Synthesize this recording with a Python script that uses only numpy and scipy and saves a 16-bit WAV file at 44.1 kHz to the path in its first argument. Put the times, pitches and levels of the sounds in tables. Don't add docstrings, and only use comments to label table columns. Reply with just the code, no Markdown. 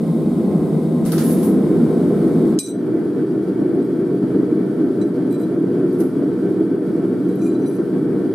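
import sys
import numpy as np
from scipy import signal
from scipy.fft import rfft, irfft, next_fast_len
from scipy.io import wavfile

SR = 44100
rng = np.random.default_rng(int(sys.argv[2]) if len(sys.argv) > 2 else 0)


def to_wav(s):
    ch = np.atleast_2d(s).T
    pcm = np.round(np.clip(ch, -1, 1) * 32767)
    wavfile.write(sys.argv[1], SR, pcm.astype(np.int16))


N = 367794


def from_db(db):
    return 10 ** (np.asarray(db) / 20)


def rms_one(x):
    return x / np.sqrt(np.mean(x ** 2) + 1e-20)


def at_hz(points, hz):
    curve_hz, value = np.array(points).T
    return np.interp(np.log(hz), np.log(curve_hz), value)


def drift(rate):
    r = np.exp(-2 * np.pi * rate * 40 / SR)
    noise = rng.standard_normal(N // 40 + 2002)
    slow = signal.lfilter([1], [1, -2 * r, r * r], noise)[2000:]
    return np.interp(np.arange(N) / 40, np.arange(len(slow)), rms_one(slow))


def resonance(x, hz, width):
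    r = np.exp(-np.pi * width / SR)
    feedback = [1, -2 * r * np.cos(2 * np.pi * hz / SR), r * r]
    return signal.lfilter([(1 - r * r) / 2, 0, (r * r - 1) / 2], feedback, x)


def grains(per_s, spread_db):
    size_db = spread_db * np.minimum(rng.exponential(1, (2, N)), 5)
    sizes = from_db(size_db) * rng.choice([-1, 1], (2, N))
    return rms_one(sizes * (rng.random((2, N)) < per_s / SR) + 1e-9)


def strokes(start, length, level_db, rise, fall):
    t, start, end = np.arange(N) / SR, np.c_[start], np.c_[start + length]
    return np.c_[level_db] - rise * np.maximum(start - t, 0) - fall * np.maximum(t - end, 0)


def add(out, at_s, piece):
    i = round(at_s * SR)
    out[:, i:i + piece.shape[-1]] += piece[..., :N - i]


# (frequency [Hz], correlation [1 = identical])
STEREO_LIKENESS = [(60, 0.85), (130, 0.97), (290, 0.97), (640, 0.91), (1410, 0.68), (3100, 0.65),
                   (6820, .4), (15000, 0.1)]


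def coloured(spectrum, echoes=(), wet=0):
    size = next_fast_len(N)
    hz = np.maximum(np.arange(size // 2 + 1) * SR / size, 1)
    level_db = at_hz(spectrum, hz)
    for echo_hz, width, echo_db in echoes:
        level_db = level_db + echo_db / (1 + (2 * (hz - echo_hz) / width) ** 2)
    tail_t = np.arange(SR // 4) / SR
    tail = rng.standard_normal((2, SR // 4)) * from_db(-60 * tail_t / 0.21)
    tail_spectrum = rfft(rms_one(tail), size) / np.sqrt(SR // 4)
    room = 1 + wet * tail_spectrum / (1 + (1300 / hz) ** 4)
    mid, side = rfft(rng.standard_normal((2, size))) * from_db(level_db) * room
    alike = np.clip(at_hz(STEREO_LIKENESS, hz), 0, 1)
    stereo = np.sqrt(1 + alike) * mid + np.sqrt(1 - alike) * side * [[1], [-1]]
    return rms_one(irfft(stereo, size)[:, :N])


# (time [s], level before decay [dB])
LOW_THUMPS = [(0.199, -49), (0.369, -43), (0.539, -49), (1.054, -31), (1.478, -49), (2.27, -40),
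              (2.549, -41)]


def thumps():
    out, t = np.zeros((2, N)), np.arange(SR // 10) / SR
    for s, level_db in LOW_THUMPS:
        add(out, s, from_db(level_db) * np.sin(2 * np.pi * 45 * t) * from_db(-60 * t / .06))
    return out


# (frequency [Hz], width [Hz], relative level [dB])
RATTLE_MODES = [(9600, 38, -11), (10200, 72, -4), (10500, 35, 9), (10900, 30, 10), (11300, 34, -1),
                (11400, 42, -8), (11900, 33, -7), (12300, 53, -6), (12200, 41, -11), (13100, 27, 1),
                (13500, 64, -10), (14000, 60, -10), (14400, 54, -11), (15000, 48, -18)]
# (frequency [Hz], relative level per Hz [dB])
RATTLE_BODY = [(530, -22), (900, 2), (1780, -1.5), (2420, -7.5), (4390, -5.5), (6200, -8), (9080, -5.5),
               (11000, -15), (15500, -12)]
# (start [s], length [s], ringing level [dB], broad level [dB])
RATTLE_BURSTS = [(1.064, .03, -43, -39.5), (1.128, .045, -37, -39), (1.19, .03, -35.5, -34),
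                 (1.24, .09, -31.5, -39.5), (1.345, .07, -39, -44), (1.434, .03, -33, -44),
                 (6.002, .003, -41, -53)]
# (time [s], bright band level [dB], middle band re bright [dB], wooden body re bright [dB], t60 [s])
METAL_KNOCKS = [(1.052, -66, 22, 18, 0.12), (1.059, -35, -8, -12, 0.21), (1.1196, -31, -3, -4, 0.2),
                (1.131, -42, 3, 8, .16), (1.1804, -42, 9, 7, 0.17), (1.4306, -46, 2, -33, 0.13),
                (5.928, -53, -4, -20, 0.2), (5.9863, -53, -12, -20, 0.08), (6.0035, -44, -1, -24, 0.14)]
RATTLE_RISE_DB_PER_S, RING_FALL_DB_PER_S, BROAD_FALL_DB_PER_S = 700, 190, 143
LOOSE_WIDE = 0.16


def loose_metal():
    grit = grains(3300, 2.3)
    ringing = rms_one(sum(from_db(db) * rms_one(resonance(grit, hz, width)) for hz, width, db in RATTLE_MODES))
    blur = rms_one(resonance(resonance(grit, 11300, 4000), 11300, 4000))
    ringing = rms_one(ringing + 1.1 * blur)
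    ringing = rms_one(ringing - LOOSE_WIDE * ringing[::-1])
    broad = coloured(RATTLE_BODY)
    start, length, ring_db, broad_db = np.transpose(RATTLE_BURSTS)
    ring_db = strokes(start, length, ring_db, RATTLE_RISE_DB_PER_S, RING_FALL_DB_PER_S).max(axis=0)
    broad_db = strokes(start, length, broad_db, RATTLE_RISE_DB_PER_S, BROAD_FALL_DB_PER_S).max(axis=0)
    out = from_db(ring_db) * ringing + from_db(broad_db) * broad
    t = np.arange(SR // 2) / SR
    for s, level_db, middle_db, wood_db, t60 in METAL_KNOCKS:
        noise = rng.standard_normal((2, len(t)))
        bright = rms_one(resonance(resonance(noise, 10000, 4200), 10000, 4200))
        middle = from_db(middle_db) * rms_one(resonance(noise, 4600, 4500))
        wood = from_db(wood_db) * rms_one(resonance(resonance(noise[0], 1210, 800), 1210, 800))
        snap = 1 + .9 * from_db(-60 * t / 0.025)
        decay = from_db(level_db - 60 * t / max(t60, .01))
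        add(out, s, decay * snap * (bright + middle + wood))
    return out


BAR_MODE_HZ = [1190, 2406, 3962, 4780, 5922, 6150, 7273, 8199, 9841, 10850, 12550, 13850, 15340]
BAR_MODE_FAMILY = [3, 3, 0, 4, 1, 5, 2, 0, 2, 1, 6, 0, 6]
# (struck level [dB], free t60 [s], twin mode above by [Hz], rubbed level [dB])
BAR_MODES = [(-8, 0.32, 8.1, -7), (-2, 0.3, 16, -4), (-1, 0.38, 26, 3), (-2, 0.12, 11, -12),
             (-11, 0.58, 20.5, -3), (-9, .15, 23, -12), (-10, 0.17, 13, -8), (-3.5, 0.41, 21, -3.5),
             (-13.5, 0.2, 17, -5), (-6, 0.15, 29, -4.5), (-16, 0.15, 19, -5), (-29, .2, 22, -19),
             (-31, 0.2, 30, -22)]
# (start [s], length [s], level [dB], brightness [dB per octave],
# moving-middle modes [dB], twisting modes [dB], two lowest modes [dB], low twisting mode [dB],
# edgewise mode [dB], high twisting modes [dB])
BAR_SLIDES = [(2.618, 0.077, -44, 0, -6, -5, -13, -6, 2, -9),
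              (5.307, .03, -57, 8, -10, -2, -6, -6, -10, -6), (5.394, 0.03, -55, 8, -12, 0, 2, 3, -8, -4),
              (7.29, 0.09, -66, 0, 0, 5, -6, 0, 0, 6), (7.39, 0.02, -58, 0, 0, 2, -4, -4, -4, -10),
              (7.432, 0.04, -55, 3, -4, 9, 6, 2, 4, -4), (7.5, 0.04, -63, -4, 2, 6, -8, -4, 10, -6),
              (7.6, .04, -66, 0, 2, 0, -6, -4, 12, -6), (7.67, 0.08, -55, 12, 4, -7, 14, 8, -2, -12)]
SLIDE_RISE_DB_PER_S, SLIDE_FALL_DB_PER_S = 504, 322
BRIGHT_TOP_HZ = 12500


def slides():
    grit, rings = grains(2500, 1.0), 0
    start, length, slide_db, *colour = np.transpose(BAR_SLIDES)
    each_db = strokes(start, length, slide_db, SLIDE_RISE_DB_PER_S, SLIDE_FALL_DB_PER_S)
    level_db = each_db.max(axis=0)
    bright_db, *family_db = np.array(colour)[:, each_db.argmax(axis=0)]
    shaken = from_db(level_db) * (grit[0] + .5 * grit)
    for hz, family, (_, t60, _, rubbed_db) in zip(BAR_MODE_HZ, BAR_MODE_FAMILY, BAR_MODES):
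        width = 12.0 / t60
        spot_db = (0, *family_db)[family] + bright_db * np.log2(min(hz, BRIGHT_TOP_HZ) / 8000)
        flicker_db = 2.5 * drift(8)
        push = shaken * from_db(rubbed_db + spot_db + flicker_db)
        rings = rings + resonance(push, hz, width) * np.sqrt(SR / width)
    scrape = resonance(shaken, 6500, 5000)
    return 0.34 * rings + 0.17 * scrape


# (time [s], level [dB], brightness [dB per octave], ring time left by the grip [share],
# moving-middle modes [dB], twisting modes [dB], two lowest modes [dB], low twisting mode [dB],
# edgewise mode [dB], high twisting modes [dB], crack level [dB], crack pitch [Hz])
BAR_CLINKS = [(2.589, -21, 11, 0.7, -5.5, -6, -4, 1, -8, -8, 12, 5400),
              (2.631, -36, 7, 0.6, 2, -6, -6, -12, 0, -12, 10, 8000),
              (2.663, -42, 3, .5, -4, -8, -8, -3, 2, -5, 16, 6500),
              (2.675, -46, 0, .5, -2, -8, -10, -8, 0, -10, 15, 6500),
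              (2.684, -36, 9, 0.45, -20, -10, -14, -12, -12, -16, 5, 7500),
              (3.824, -51, 6, 0.2, -16, -10, -15, -12, -10, -8, 2, 8000),
              (3.846, -60, 6, .2, -8, 4, -12, 0, -6, 18, 8, 12500),
              (5.014, -47, -5, 0.3, 3, 8, -14, -10, 0, 0, 0, 5400),
              (5.303, -54, 6, .3, -12, -3, -15, -8, -12, -8, 0, 8000),
              (5.326, -44, 3, 0.18, -12, 2, 2, -12, -12, 20, -2, 12000),
              (5.342, -55, -10, 0.33, -8, 13, -12, -8, -10, 16, 0, 5400),
              (5.398, -51, 10, 0.36, -12, 6, -6, 4, -8, 5, 2, 8000),
              (5.43, -52, -6, 0.22, -12, -10, -12, -15, -12, -15, -3, 5400),
              (7.287, -53, 3, 0.15, -4, 6, -20, -2, 2, 19, 9, 8000),
              (7.295, -60, -6, 0.2, -8, -4, -20, -8, -8, 0, 2, 5400),
              (7.355, -63, 6, .25, 0, 8, 14, 12, 0, 32, 12, 12500),
              (7.417, -54, -3, 0.22, 14, 4, 4, -10, 6, -8, 12, 5400),
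              (7.46, -58, 0, 0.42, 0, 11, 16, -2, 8, -4, 2, 5400),
              (7.55, -60, -10, .25, -8, -8, -10, -2, 2, -8, 0, 5400),
              (7.659, -52, -4, 0.3, 4, -4, -12, -8, 0, -12, 2, 5400),
              (7.748, -58, 0, 0.35, 10, 6, 0, 4, -4, 26, 6, 11500)]
LIGHT_DB = -44
PRESS_DETUNE = .002


def clinks():
    out, t = np.zeros((2, N)), np.arange(SR // 4) / SR
    hz = np.c_[BAR_MODE_HZ]
    mode_db, t60, split_hz, _ = np.array(BAR_MODES).T[:, :, None]
    count = len(BAR_MODES)
    for s, level_db, bright_db, grip, *family_db, crack_db, crack_hz in BAR_CLINKS:
        tilt_db = bright_db * np.log2(np.minimum(hz, BRIGHT_TOP_HZ) / 8000)
        spot_db = np.c_[[0, *family_db]][BAR_MODE_FAMILY] + tilt_db
        strength = from_db(mode_db + spot_db + 1.5 * rng.standard_normal((2, count, 1)))
        turn = rng.random((2, count, 1))
        turn = turn[0] + .25 * turn
        detune = PRESS_DETUNE * (level_db < LIGHT_DB) * rng.standard_normal((count, 1))
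        pitch = hz * (1 + detune)
        mode = np.sin(2 * np.pi * (pitch * t + turn))
        twin = np.sin(2 * np.pi * ((pitch + split_hz) * t + turn) + 0.81)
        decay = from_db(-60 * t / (t60 * max(grip, .05)))
        rings = np.sum(strength * decay * (mode - 0.63 * twin), axis=1)
        noise = rng.standard_normal((2, len(t)))
        crack = 1.3 * resonance(resonance(noise, crack_hz, 4000), crack_hz, 4000)
        crack = crack * (from_db(-60 * t / 0.014) + 0.088 * from_db(-60 * t / 0.21))
        add(out, s, from_db(level_db) * (rings + from_db(crack_db) * crack))
    return out


# (time the dip is deepest [s], depth [dB], hold [s])
ANVIL_DIPS = [(2.595, 13.5, 0.061), (6.643, 2, 0.022)]
DIP_FALL_S, DIP_RECOVER_S = 0.011, 0.083
FADE_IN_S, FADE_TIME_S = 1.06, 0.26


def anvil_gain():
    t = np.arange(N) / SR
    gain = 1 - np.exp(-np.maximum(t - FADE_IN_S, 0) / FADE_TIME_S)
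    for s, depth_db, hold in ANVIL_DIPS:
        fall = np.clip(1 + (t - s) / DIP_FALL_S, 0, 1)
        recovery = np.exp(-np.maximum(t - s - hold, 0) / DIP_RECOVER_S)
        gain = gain * from_db(-depth_db * fall * recovery)
    return gain


# (frequency [Hz], relative level per Hz [dB])
ANVIL_ROAR_SPECTRUM = [(15, -84.5), (25, -50), (80, -40.5), (121, -12.5), (181, -7), (220, -3), (331, 1),
                       (470, -6), (518, -23.5), (605, -21.5), (735, -29.5), (1340, -35.5), (2600, -57.5),
                       (3380, -56.5), (5720, -120)]
# (frequency [Hz], relative level per Hz [dB])
ANVIL_HISS_SPECTRUM = [(700, -11), (1300, 8), (1700, 1), (2200, -7.5), (2900, -9), (4000, -6), (5000, -10),
                       (6200, -14), (8000, -12), (10000, -9), (12000, -12.5), (13500, -17), (14500, -20),
                       (15800, -24)]
# (frequency [Hz], width [Hz], change [dB])
ANVIL_ECHO_BANDS = [(70, 15, 8.5), (170.6, 8.1, -1), (188.5, 9.6, 5.5), (223, 11.8, -11.5), (346, 17, -1),
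                    (366, 7.7, -4), (442.5, 14.5, -18.5), (470, 19, -0.5), (556, 31, -0.5), (589, 15, 3.5),
                    (647, 15.3, -8.5), (692, 50, 7.5), (716, 24.6, -11.5), (851, 37, -5), (870, 8.9, 3.5),
                    (943, 17, -6.5), (1017, 18, 8.5), (1036, 24, -23.5), (1157, 90, -4.5), (1410, 60, 3.5),
                    (1432, 18, -12), (1534, 30, 5.5), (2213, 110, -3), (2250, 140, 8.5)]
ANVIL_ROAR_DB, ANVIL_HISS_DB = -17, -52


def anvil_burner():
    roar = coloured(ANVIL_ROAR_SPECTRUM, ANVIL_ECHO_BANDS, wet=0.81) * from_db(ANVIL_ROAR_DB + 1.1 * drift(11))
    hiss = coloured(ANVIL_HISS_SPECTRUM, wet=1.0) * from_db(ANVIL_HISS_DB + .8 * drift(20))
    return (roar + hiss) * anvil_gain()


# (frequency [Hz], relative level per Hz [dB])
BENCH_ROAR_SPECTRUM = [(15, -75), (25, -63), (82, -24), (118, -26), (147, -5.5), (220, -3), (331, -3),
                       (358, -12), (452, -10.5), (571, -21), (1060, -39.5), (1800, -47), (2600, -60),
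                       (3380, -75), (5720, -120)]
# (frequency [Hz], relative level per Hz [dB])
BENCH_HISS_SPECTRUM = [(1290, -37), (2200, 2), (2330, -20), (3230, -3), (3710, -1.5), (4100, -6.5),
                       (5020, -8.5), (6320, -14), (8980, -4.5), (13600, -12), (14800, -20), (15500, -12)]
# (frequency [Hz], width [Hz], change [dB])
BENCH_ECHO_BANDS = [(134, 16.7, -15.5), (160.8, 10.6, 7), (230.3, 8.5, 4), (268.4, 15.4, -10),
                    (308, 22, -5), (363, 24, 1), (410, 36, 5.5), (422, 28.4, -14.5), (474, 12.4, -18),
                    (475, 32, 6.5), (564, 14, -15), (675, 8.9, 4.5), (1055, 15, 12), (1284, 10, 11.5),
                    (1796, 200, -11.5), (3440, 370, -4), (9140, 280, 0)]
BENCH_ROAR_DB, BENCH_HISS_DB = -16, -50.5
BENCH_CUT_S, CUT_DB_PER_S = 2.545, 1800


def bench_burner():
    roar = coloured(BENCH_ROAR_SPECTRUM, BENCH_ECHO_BANDS, wet=0.99) * from_db(BENCH_ROAR_DB + .9 * drift(2.5))
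    hiss = coloured(BENCH_HISS_SPECTRUM, BENCH_ECHO_BANDS, wet=0.37) * from_db(BENCH_HISS_DB + 0.32 * drift(7.8))
    cut_db = -CUT_DB_PER_S * np.maximum(np.arange(N) / SR - BENCH_CUT_S, 0)
    return (roar + hiss) * from_db(cut_db)


def scene():
    burner = bench_burner() + anvil_burner()
    bar = (clinks() + slides()) * from_db([[0.8], [-0.8]])
    return burner + bar + loose_metal() + thumps()


def record(dry):
    low_pass = signal.ellip(10, .5, 70, 15600, fs=SR, output="sos")
    return signal.sosfilt(low_pass, dry)


dry = scene()
out = record(dry)
to_wav(out)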